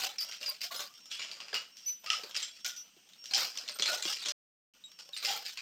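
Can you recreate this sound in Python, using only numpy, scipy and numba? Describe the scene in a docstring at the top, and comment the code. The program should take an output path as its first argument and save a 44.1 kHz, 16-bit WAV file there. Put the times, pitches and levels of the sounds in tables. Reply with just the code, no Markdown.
"""A steel clamping stand is struck and shaken as a heavy tyre is shifted on it; later a hand wheel is spun.
Blows excite resonant modes by noise bursts; plates and links rattle as bunches of decaying grains over rubbing.
Joints squeak by stick-slip tones, a bearing squeals thinly, a small part rings high, single frame modes waver.
Shaped noise gives the faint room hiss. All sound is muted for a moment before the wheel turns."""
import sys
import numpy as np
from scipy import signal
from scipy.fft import rfft, irfft, next_fast_len
from scipy.io import wavfile
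from scipy.ndimage import uniform_filter1d
from numba import njit

SR = 44100
rng = np.random.default_rng(int(sys.argv[2]) if len(sys.argv) > 2 else 0)


def put_to_file(sound):
    """Save the sound as 16-bit audio at rate SR, in the file named by the first command-line argument."""
    columns = np.atleast_2d(sound).T  # one column per channel
    safe = np.clip(columns, -1, 1)
    whole_steps = np.round(safe * 32767)
    wavfile.write(sys.argv[1], SR, whole_steps.astype(np.int16))


def magnitude_from_level(level_db):
    """Linear magnitude for a level in decibels (20 dB per decade)."""
    exponent = np.asarray(level_db, float) / 20
    return 10 ** exponent


N = 247401  # samples


def colour(table, size):
    """Spectral envelope: gain at every bin, interpolated over log frequency from (freq_hz, level_db)."""
    freq_hz, level_db = np.transpose(table)
    bin_hz = np.arange(size // 2 + 1) * SR / size
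    return magnitude_from_level(np.interp(np.log(bin_hz + 1), np.log(freq_hz), level_db))


def rings(modes, size):
    """Modal superposition: summed resonance curves of (freq_hz, centre level_db, t60_s) modes."""
    bin_hz = np.arange(size // 2 + 1, dtype=np.float32) * SR / size
    freq_hz, level_db, t60_s = np.array(modes, dtype=np.float32).T[:, :, None]
    # detuning in half bandwidths: a longer decay makes a narrower peak
    detuning = (bin_hz - freq_hz) * t60_s * np.float32(2 * np.pi / np.log(1000))
    real = magnitude_from_level(level_db) / (1 + detuning ** 2)
    return real.sum(axis=0) - 1j * (real * detuning).sum(axis=0)


def bands(spectrum, size):
    """Band splitting: bass, middle and treble signals; steel this small radiates no deep bass."""
    bass_hz, treble_hz = 1300, 9500  # crossovers
    f = np.arange(size // 2 + 1) * SR / size + 1
    low = 1 / (1 + (f / bass_hz) ** 8)
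    high = 1 / (1 + (treble_hz / f) ** 16)
    radiated = 1 / (1 + (150 / f) ** 3)
    return [irfft(spectrum * gain, size) for gain in (low * radiated, 1 - low - high, high)]


def rms(x):
    """Effective value: root mean square."""
    return np.sqrt(np.mean(x ** 2))


def walk(rate, count=N):
    """Random modulation: normal levels drawn rate times a second, joined by slopes; spread just under 1."""
    hold = int(SR / rate)
    levels = np.repeat(rng.standard_normal(count // hold + 1), hold)
    return uniform_filter1d(levels, hold)[:count]


def add(out, start_s, x):
    """Linear superposition: mix x in from start_s."""
    i = int(start_s * SR)
    out[i:i + len(x)] += x[:N - i]


def partner(hz):
    """Modal clustering: each plate has a second cluster of modes a little under an octave from the first."""
    return np.where(hz < 3900, hz * 1.8, hz / 1.75)


@njit
def grains(starts, turn, fade, lengths, size, n):
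    """Damped oscillation: each grain is one short decaying mode, a two-pole ring started from rest."""
    out = np.zeros(n)
    for k in range(len(starts)):
        feedback, damping = 2 * fade[k] * np.cos(turn[k]), fade[k] ** 2
        now, before = size[k] * np.sin(turn[k]), 0.
        for i in range(starts[k], min(n, starts[k] + lengths[k])):
            out[i] += now
            now, before = feedback * now - damping * before, now
    return out


# scrapes and rattles: start_s, held_s (from the start), level_db (middle band),
# bass_db and treble_db (both relative to the middle)
SCRAPES = [(-.03, 0.08, -35.5, -11.5, -13.5), (.2, 0.15, -51.5, -10, -14), (.4, 0.12, -46, -15.5, -15),
           (0.603, 0.037, -37.5, -19.5, -11.5), (0.703, .11, -42, -11.5, -9.5),
           (.94, 0.062, -60.5, -19, -19), (1.099, 0.056, -44, -19.5, -22), (1.2, 0.32, -61, -2.5, -29),
           (1.53, 0.026, -48, -2, -9), (1.842, 0.041, -51, -36, -15), (2.029, 0.27, -55, -4.5, -10),
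           (2.35, 0.092, -42, -21, -22), (2.52, 0.073, -57.5, -23, -32), (2.644, 0.02, -36, -20, -13.5),
           (3.08, .14, -74, -15, -10), (3.29, .06, -46, -14, -19.5), (3.36, 0.071, -38, -8.5, -9.5),
           (3.56, 0.21, -53.5, -8, -17.5), (3.849, .11, -37, -9, -16), (3.97, 0.069, -43.5, -9.5, -18.5),
           (4.03, 0.089, -37, -16.5, -18), (4.13, 0.26, -43.5, -16.5, -23.5),
           (4.979, 0.028, -52, -15.5, -26), (5.12, 0.13, -52, -17.5, -12), (5.22, 0.1, -42.5, -10.5, -9),
           (5.309, 0.057, -45, -7.5, -7), (5.44, 0.093, -47, -20, -13.5)]
# relative spectral envelope of the steel, for rattle and blows: freq_hz, level_db
STEEL = [(35, -71), (60, -25), (345, -28.5), (537, -15.5), (590, -17.5), (694, -15.5), (762, -17),
         (1080, -16.5), (1460, -2.5), (2080, -0.5), (4090, 6), (5660, 6), (10600, -2.5), (13700, 17),
         (15800, 5)]


def rattle():
    """Granular contact noise: bunched tiny clinks, many near the pitch of the blows, over rubbing."""
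    attack_s, fall_db_per_s = 0.018, 211.5
    tremble_db = (-77.5, -72.5, -81)  # the stand never quite rests: bass, middle, treble
    contact_count, clink_count = 1400, 14000
    t = np.arange(N) / SR
    power = np.ones((3, N)) * magnitude_from_level(np.array(tremble_db))[:, None] ** 2
    for start_s, held_s, level_db, bass_db, treble_db in SCRAPES:
        fall_db = fall_db_per_s * np.maximum(t - start_s - held_s, 0)
        shape = np.clip((t - start_s) / attack_s, 0, 1) * magnitude_from_level(level_db - fall_db)
        power += magnitude_from_level(np.array([[bass_db], [0], [treble_db]])) ** 2 * shape ** 2
    # the centre pitch glides from each blow's ring to the next
    centre_hz = np.interp(t, [blow[0] for blow in BLOWS], [blow[2] for blow in BLOWS])
    size = next_fast_len(N)
    when, near, spread, ring, big = rng.random(size=(clink_count, 5)).T
    # clinks come in bunches: one contact sets many small modes going at once
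    contacts = np.sort(rng.random(contact_count))
    contact_index = (when * contact_count).astype(np.int64)
    starts = (contacts[contact_index] * (N - 1)).astype(np.int64)
    # some clinks gather in the two clusters, the rest lie anywhere
    cluster_hz = np.where(near < .28, centre_hz[starts], partner(centre_hz[starts]))
    clustered_hz = cluster_hz * 2 ** (.45 * (spread - .5))
    hz = np.where(near < .45, clustered_hz, 200 + 15300 * spread ** 1.6)
    decay_samples = (0.024 + 0.14 * ring) * SR / (1 + (hz / 7000) ** 3)  # high clinks die sooner
    grain_samples = decay_samples.astype(np.int64) * 2 // 3
    strengths = magnitude_from_level(-2.2 * np.log(big + .01))
    clinks = grains(starts, 2 * np.pi * hz / SR, magnitude_from_level(-60 / decay_samples), grain_samples, strengths, N)
    hiss = magnitude_from_level(-6.5) * rng.standard_normal(N)
    ticks = np.zeros(N)
    ticks[starts] = strengths
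    # each contact also rasps briefly, falling 60 dB in 0.02 s
    rasp = signal.lfilter([1], [1, -magnitude_from_level(-60 / (.02 * SR))], ticks)
    rubbing = hiss * (0.95 + 0.78 * rasp / rms(rasp))
    contact_noise = (rubbing + clinks / rms(clinks)) * magnitude_from_level(2.0 * walk(90))
    spectrum = rfft(contact_noise, size) * colour(STEEL, size)
    parts = [band[:N] / rms(band) for band in bands(spectrum, size)]
    return (np.sqrt(power) * parts).sum(axis=0)


# frame modes that stand out: freq_hz, swell_s, t60_s, list of catches (start_s, level_db)
FRAME = [(190.7, 0.0033, 0.097, [(3.798, -50.5), (4.051, -46)]), (379, .002, 0.076, [(2.234, -41.5),
         (2.966, -56.5), (4.054, -36.5)]), (455, 0.0019, 0.074, [(1.533, -36), (3.797, -41)]),
         (622, 0.044, 0.18, [(.49, -50), (3.89, -32)]), (704, .01, 0.23, [(.64, -53.5), (.71, -48)]),
         (798, 0.046, 0.33, [(0, -37), (3.32, -36), (5.27, -32)]), (1160, 0.0042, 0.39, [(.706, -45.5),
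         (.786, -48)]), (1263, 0.014, .28, [(2.062, -43), (2.103, -33.5)]),
         (1445, 0.0055, 0.34, [(2.646, -44), (3.884, -33)]), (2860, .005, 0.26, [(1.196, -39),
         (1.545, -31)]), (3350, .005, 0.56, [(1.11, -43.5), (2.428, -48.5)]),
         (5080, 0.0042, 0.24, [(.2, -36), (.475, -40), (.76, -39.5)]), (7420, .003, .2, [(2.428, -38),
         (4.024, -44.5)]), (8650, .004, .1, [(2.37, -51), (3.71, -51)]), (8500, 0.0033, 0.13, [(3.739, -45),
         (5.165, -44.5)]), (10040, 0.0056, 0.2, [(.765, -47.5)]), (13900, .01, .33, [(1.99, -60),
         (3.74, -53.5)])]


def clangs():
    """Modal resonance: single modes of the frame, with randomly wavering level and pitch."""
    out, t = np.zeros(N), np.arange(SR // 3) / SR
    for hz, swell_s, t60_s, catches in FRAME:
        for start_s, level_db in catches:
            waver_db = 4.2 * walk(120, len(t))
            shape = np.minimum(t / max(swell_s, .001), 1) * magnitude_from_level(-60 * t / t60_s + waver_db)
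            phase = 2 * np.pi * np.cumsum(hz + 45 * walk(130, len(t))) / SR
            add(out, start_s, magnitude_from_level(level_db) * shape * np.sin(phase))
    return signal.sosfilt(signal.butter(2, 130, "high", fs=SR, output="sos"), out)


# relative spectral envelope of the room hiss: freq_hz, level_db
ROOM = [(18, -43), (30, -4), (81, -23), (183, -3.5), (362, -10.5), (628, -24), (1990, -13), (3030, -1.5),
        (3740, -13.5), (5990, -4), (7010, -14.5), (8870, -19), (10700, -40.5), (14600, -18), (15800, -29.5)]
# humps on that envelope: freq_hz, width_hz, height_db
ROOM_PEAKS = [(3050, 620, 1), (5900, 510, 0.5), (8400, 320, 9.5), (11580, 170, 19.5), (14600, 440, 6)]


def room():
    """Filtered noise: a faint, slowly wavering workshop hiss with a few narrow humps."""
    level_db = -66
    size = next_fast_len(N)
    f = np.arange(size // 2 + 1) * SR / size
    humps_db = sum(db * np.exp(-((f - hz) / width) ** 2) for hz, width, db in ROOM_PEAKS)
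    spectrum = rfft(rng.standard_normal(size)) * colour(ROOM, size) * magnitude_from_level(humps_db)
    hiss = irfft(spectrum, size)[:N]
    return magnitude_from_level(level_db + 1.1 * walk(2.9)) * hiss / rms(hiss)


# blows: start_s, peak_db (middle band), ring_hz (of the struck part),
# bass_db (relative to the middle's attack rms), t60_s (of the throbbing noise tail)
BLOWS = [(.004, -31, 2263, -32, 0.51), (.184, -31, 4530, -39, 0.18), (.2095, -26, 5340, -33, 0.27),
         (.3122, -32.5, 5560, -23, 0.35), (.3213, -33, 2600, -27, 0.27), (.412, -34, 4730, -10.5, 0.27),
         (.4287, -27.5, 2800, -45, .13), (.4609, -27.5, 4880, -47, 0.21), (.4809, -36, 4490, -6, 0.12),
         (.6148, -25.5, 4790, -47, 0.038), (.634, -34, 4740, -41, 0.09), (.6396, -24, 5240, -44, 0.2),
         (.7191, -35.5, 3860, -14, 0.38), (.793, -28, 3610, -12, 0.24), (.9386, -45, 5580, -26, .12),
         (1.056, -39.5, 5650, -19, 0.15), (1.1141, -28.5, 2960, -52, .36),
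         (1.1936, -29.5, 2360, -14.5, 0.32), (1.2172, -27, 2870, -26, 0.42),
         (1.3133, -28.5, 4700, -30, 0.34), (1.4019, -31, 2790, -14, .34), (1.482, -35.5, 2720, -16, 0.4),
         (1.5291, -29, 1710, -6, 0.29), (1.5421, -20.5, 2575, -22, 0.25), (1.5584, -27, 2940, -16.5, 0.32),
         (1.7681, -37.5, 5610, -29, 0.51), (2.0608, -30, 2740, -20.5, 0.34), (2.1013, -12, 2965, -28, 0.26),
         (2.1311, -21, 2990, -26, 0.3), (2.2345, -30, 4570, -12, 0.2), (2.31, -35.5, 3280, -17, 0.31),
         (2.3448, -28, 3050, -26, 0.039), (2.3515, -26.5, 3050, -20, 0.24), (2.3637, -21, 4890, -26, 0.097),
         (2.4262, -26.5, 3220, -30, 0.22), (2.6457, -25.5, 5960, -32, .32), (2.763, -36.5, 5900, -44, 0.25),
         (2.9642, -55.5, 3100, -14.5, 0.18), (3.089, -47.5, 3330, -27, 0.15), (3.1222, -53, 3470, -34, .1),
         (3.1333, -45, 3680, -40, .1), (3.2396, -36, 5560, -18.5, 0.27), (3.256, -30, 5630, -49.5, 0.25),
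         (3.3101, -27, 4610, -16.5, .27), (3.3354, -15.5, 5050, -48, 0.15),
         (3.3454, -18.5, 5400, -51, 0.48), (3.366, -28.5, 4010, -12.5, 0.27),
         (3.554, -36.5, 4920, -14, 0.41), (3.573, -25.5, 5900, -41.5, 0.053),
         (3.5844, -26.5, 5250, -30.5, 0.16), (3.6114, -34.5, 5160, -33, 0.24),
         (3.6778, -29, 3540, -30.5, 0.1), (3.686, -26.5, 4300, -25, 0.27), (3.6941, -28, 5130, -12, 0.07),
         (3.787, -28.5, 5400, -12, 0.2), (3.7955, -21.5, 4260, -16.5, 0.22), (3.8218, -15, 3430, -22, 0.2),
         (3.8575, -19, 4170, -25, 0.38), (4.0239, -20.5, 7180, -34, 0.2), (4.0521, -23, 5480, -13, 0.097),
         (4.1015, -25, 5430, -23, .17), (4.126, -27.5, 5297, -27, .28), (4.2575, -24.5, 3496, -15.5, 0.32),
         (4.2844, -22, 5710, -20, 0.19), (4.9161, -45.5, 5620, -31, 0.09), (4.988, -39.5, 5080, -19, 0.19),
         (5.0894, -40, 5470, -7, .04), (5.1643, -28.5, 4370, -26, 0.31), (5.2257, -29.5, 4180, -18, 0.58),
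         (5.248, -18.5, 4940, -38, 0.4), (5.2844, -23.5, 3200, -18.5, 0.42), (5.3394, -36, 4480, -25, .12),
         (5.462, -26, 4520, -55, 0.21), (5.5726, -29, 2500, -20, 0.36)]
# modes of the stand: freq_hz, level_db (relative), t60_s (before damping)
STAND = [(595, -17, 0.15), (780, -28, 5.0), (1097, -17.5, 0.7), (1288, -13.5, 1.3), (1410, -27, 5.0),
         (1675, -26, 5.0), (2035, -13, 0.52), (2377, -7.5, 0.44), (2790, -15, 0.63), (3200, -5.5, 1.3),
         (3940, -9, 0.56), (4260, -2.5, 5.0), (4760, 1, 0.56), (4890, -1, 0.51), (5270, 0, 0.3),
         (5880, -14, 1.4), (7020, -2, 0.27), (8540, -22, 5.0), (8600, -29.5, 5.0), (10930, -47, 5.0),
         (10510, -44, 0.98), (10400, -35, 2.8), (13700, -37.5, 1.6), (12600, -33.5, 5.0),
         (13450, -26, 0.97), (13460, -28.5, 5.0), (14000, -29, 5.0), (14100, -31.5, 5.0)]


def blows():
    """Impact excitation: a noisy crack and throbbing tail ring another mix of the stand's modes each time."""
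    slowest_throb_s = .0105
    # smaller parts are brighter, heavier blows duller
    middling_treble_db, treble_db_per_octave, duller_db_per_db = -26.5, 10, 0.47
    out, size, lead = np.zeros(N), 12288, 256  # size and lead-in in samples
    t = np.maximum(np.arange(size) - lead, 0) / SR
    steel, f = colour(STEEL, size), np.arange(size // 2 + 1) * SR / size
    for start_s, peak_db, hz, bass_db, t60_s in BLOWS:
        brighter_db = treble_db_per_octave * np.log2(hz / 4000)
        treble_db = middling_treble_db + brighter_db - duller_db_per_db * (peak_db + 31.5)
        # the level of the tail throbs quickly, at another rate in each blow
        throb_s = slowest_throb_s * rng.uniform(.7, 1.0)
        throb = magnitude_from_level(3.4 * np.cos(2 * np.pi * (t - .002) / throb_s))
        tail = magnitude_from_level(-60 * t / max(t60_s, .01)) * magnitude_from_level(-9.5) * throb
        crack = magnitude_from_level(-60 * t / 0.013 - 13 * t60_s)  # long scrapes start with less of a crack
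        push = rng.standard_normal(size) * (tail + crack) * np.minimum(t / 0.0014, 1)
        # every blow lands elsewhere; hands and rubber damp the long rings
        chance = rng.standard_normal((len(STAND), 2))
        stand_modes = [(mode_hz * (1 + .015 * shift), mode_db + 17 + 6 * gain, min(decay_s, .12))
                       for (mode_hz, mode_db, decay_s), (shift, gain) in zip(STAND, chance)]
        # the part that is hit: its ring and two broad clusters of close modes
        struck = [(hz, 16, .09), (hz, 11, .004), (partner(hz), 8, .004)]
        soft = 1 / (1 + (f / (2.4 * hz)) ** 2)  # a lower part is bigger and takes a longer push
        response = steel * (1 + rings(struck, size)) + rings(stand_modes, size)
        low, mid, high = bands(rfft(push) * soft * response, size)
        attack = slice(lead, lead + 600)
        scale = magnitude_from_level(peak_db) / np.abs(mid[attack]).max()
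        # bass and treble are set against the middle over the attack
        body = scale * rms(mid[attack])
        bass = magnitude_from_level(bass_db) * low / rms(low[attack])
        treble = magnitude_from_level(treble_db) * high / rms(high[attack])
        add(out, max(start_s - lead / SR, 0), scale * mid + body * (bass + treble))
    return out


# squeaking joints: start_s, length_s (before the fall), first_hz, held_hz, level_db,
# second_db and third_db (partials relative to the first, at full grip)
SQUEAKS = [(.183, .045, 5900, 4700, -33, -20, -14), (.46, .035, 5200, 4750, -32, -22, -16),
           (4.839, .018, 3780, 3810, -44, -8, -30), (5.133, .012, 3950, 3600, -39, -14, -25)]


def squeaks():
    """Stick-slip friction: rough tones that settle from a first pitch to a held one."""
    out = np.zeros(N)
    for start_s, length_s, first_hz, held_hz, level_db, second_db, third_db in SQUEAKS:
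        t = np.arange(int((length_s + 0.086) * SR)) / SR
        glide_hz = held_hz + (first_hz - held_hz) * np.exp(-t / 0.0073)
        hz = glide_hz * (1 + 0.008 * walk(430, len(t)))
        phase = 2 * np.pi * np.cumsum(hz) / SR
        level = magnitude_from_level(-600 * np.maximum(t - length_s, 0) + 2.6 * walk(102, len(t)))
        shape = np.minimum(t / (0.032 * length_s), 1) * level
        shape = shape * magnitude_from_level(2.3 * np.cos(2 * np.pi * 125 * t))  # the level throbs
        # overtones grow, raggedly, as it bites
        grip = np.minimum(t / length_s, 1) * magnitude_from_level(7.6 * walk(400, len(t)))
        overtones = magnitude_from_level(second_db) * np.sin(2 * phase) + magnitude_from_level(third_db) * np.sin(3 * phase)
        add(out, start_s, magnitude_from_level(level_db) * shape * (np.sin(phase) + grip * overtones))
    return out


# bearing squeal: start_s, length_s, pitch_hz (at the middle), level_db (before a 2 dB lift)
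SQUEAL = [(0.234, .17, 5600, -55), (.94, .17, 5520, -59.5), (1.709, 0.26, 5480, -59.5),
          (2.51, 0.16, 5530, -60), (2.765, 0.069, 5610, -50.5), (3.175, 0.14, 5530, -54),
          (4.88, 0.25, 5470, -61.5)]


def squeal():
    """Self-excited friction: a thin wavering bearing squeal sags, with a weaker tone an octave below."""
    sag_hz_per_s, edge_s = 200, 0.018
    out = np.zeros(N)
    for start_s, length_s, pitch_hz, level_db in SQUEAL:
        t = np.arange(0, length_s, 1 / SR)
        hz = pitch_hz - sag_hz_per_s * (t - length_s / 2) + 30 * walk(145, len(t))
        phase = 2 * np.pi * np.cumsum(hz) / SR
        waver_db = 2.8 * walk(83, len(t))
        edge = np.clip(np.minimum(t, length_s - t) / edge_s, 0, 1)
        tone = np.sin(phase) + magnitude_from_level(-17.5) * np.sin(phase / 2)
        add(out, start_s, edge * magnitude_from_level(level_db + 2 + waver_db) * tone)
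    return out


# high ring: start_s, held_s, level_db
PINGS = [(1.858, 0.043, -27), (2.647, 0.014, -51), (2.765, 0.038, -40)]
# its modes: freq_hz, level_db (added to the ring's level), t60_s
PING_MODES = [(5993, -3.5, 0.21), (12750, -21, .2), (15100, -33.5, .2)]


def pings():
    """Free decay: a small hard part sings while rubbed and then rings out in its own modes."""
    out, t = np.zeros(N), np.arange(SR // 3) / SR
    for start_s, held_s, level_db in PINGS:
        for hz, mode_db, t60_s in PING_MODES:
            decay_db = -60 * np.maximum(t - held_s, 0) / t60_s
            shape = np.minimum(t / 0.011, 1) * magnitude_from_level(decay_db + 0.66 * walk(100, len(t)))
            tone = np.sin(2 * np.pi * (hz * t + rng.random()))
            add(out, start_s, magnitude_from_level(level_db + mode_db) * shape * tone)
    return out


def scene():
    """Superposition: all sources add at one microphone."""
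    return (rattle() + clangs() + room() + blows() + squeaks() + squeal() + pings())[None]


def low_pass(x):
    """Removes everything above the highest recorded frequency."""
    return signal.sosfilt(signal.butter(12, 16410, fs=SR, output="sos"), x)


def record(dry):
    """High-pass filtering and gating: the microphone drops the deepest bass; the sound is muted briefly."""
    mute_start_s, mute_end_s, fade_s = 4.322, 4.737, 0.0011
    t = np.arange(N) / SR
    gate = np.clip(np.maximum(mute_start_s - t, t - mute_end_s) / fade_s, 0, 1)
    heard = signal.sosfilt(signal.butter(2, 45, "high", fs=SR, output="sos"), dry)
    return low_pass(heard * gate)


dry = scene()
out = record(dry)
put_to_file(out)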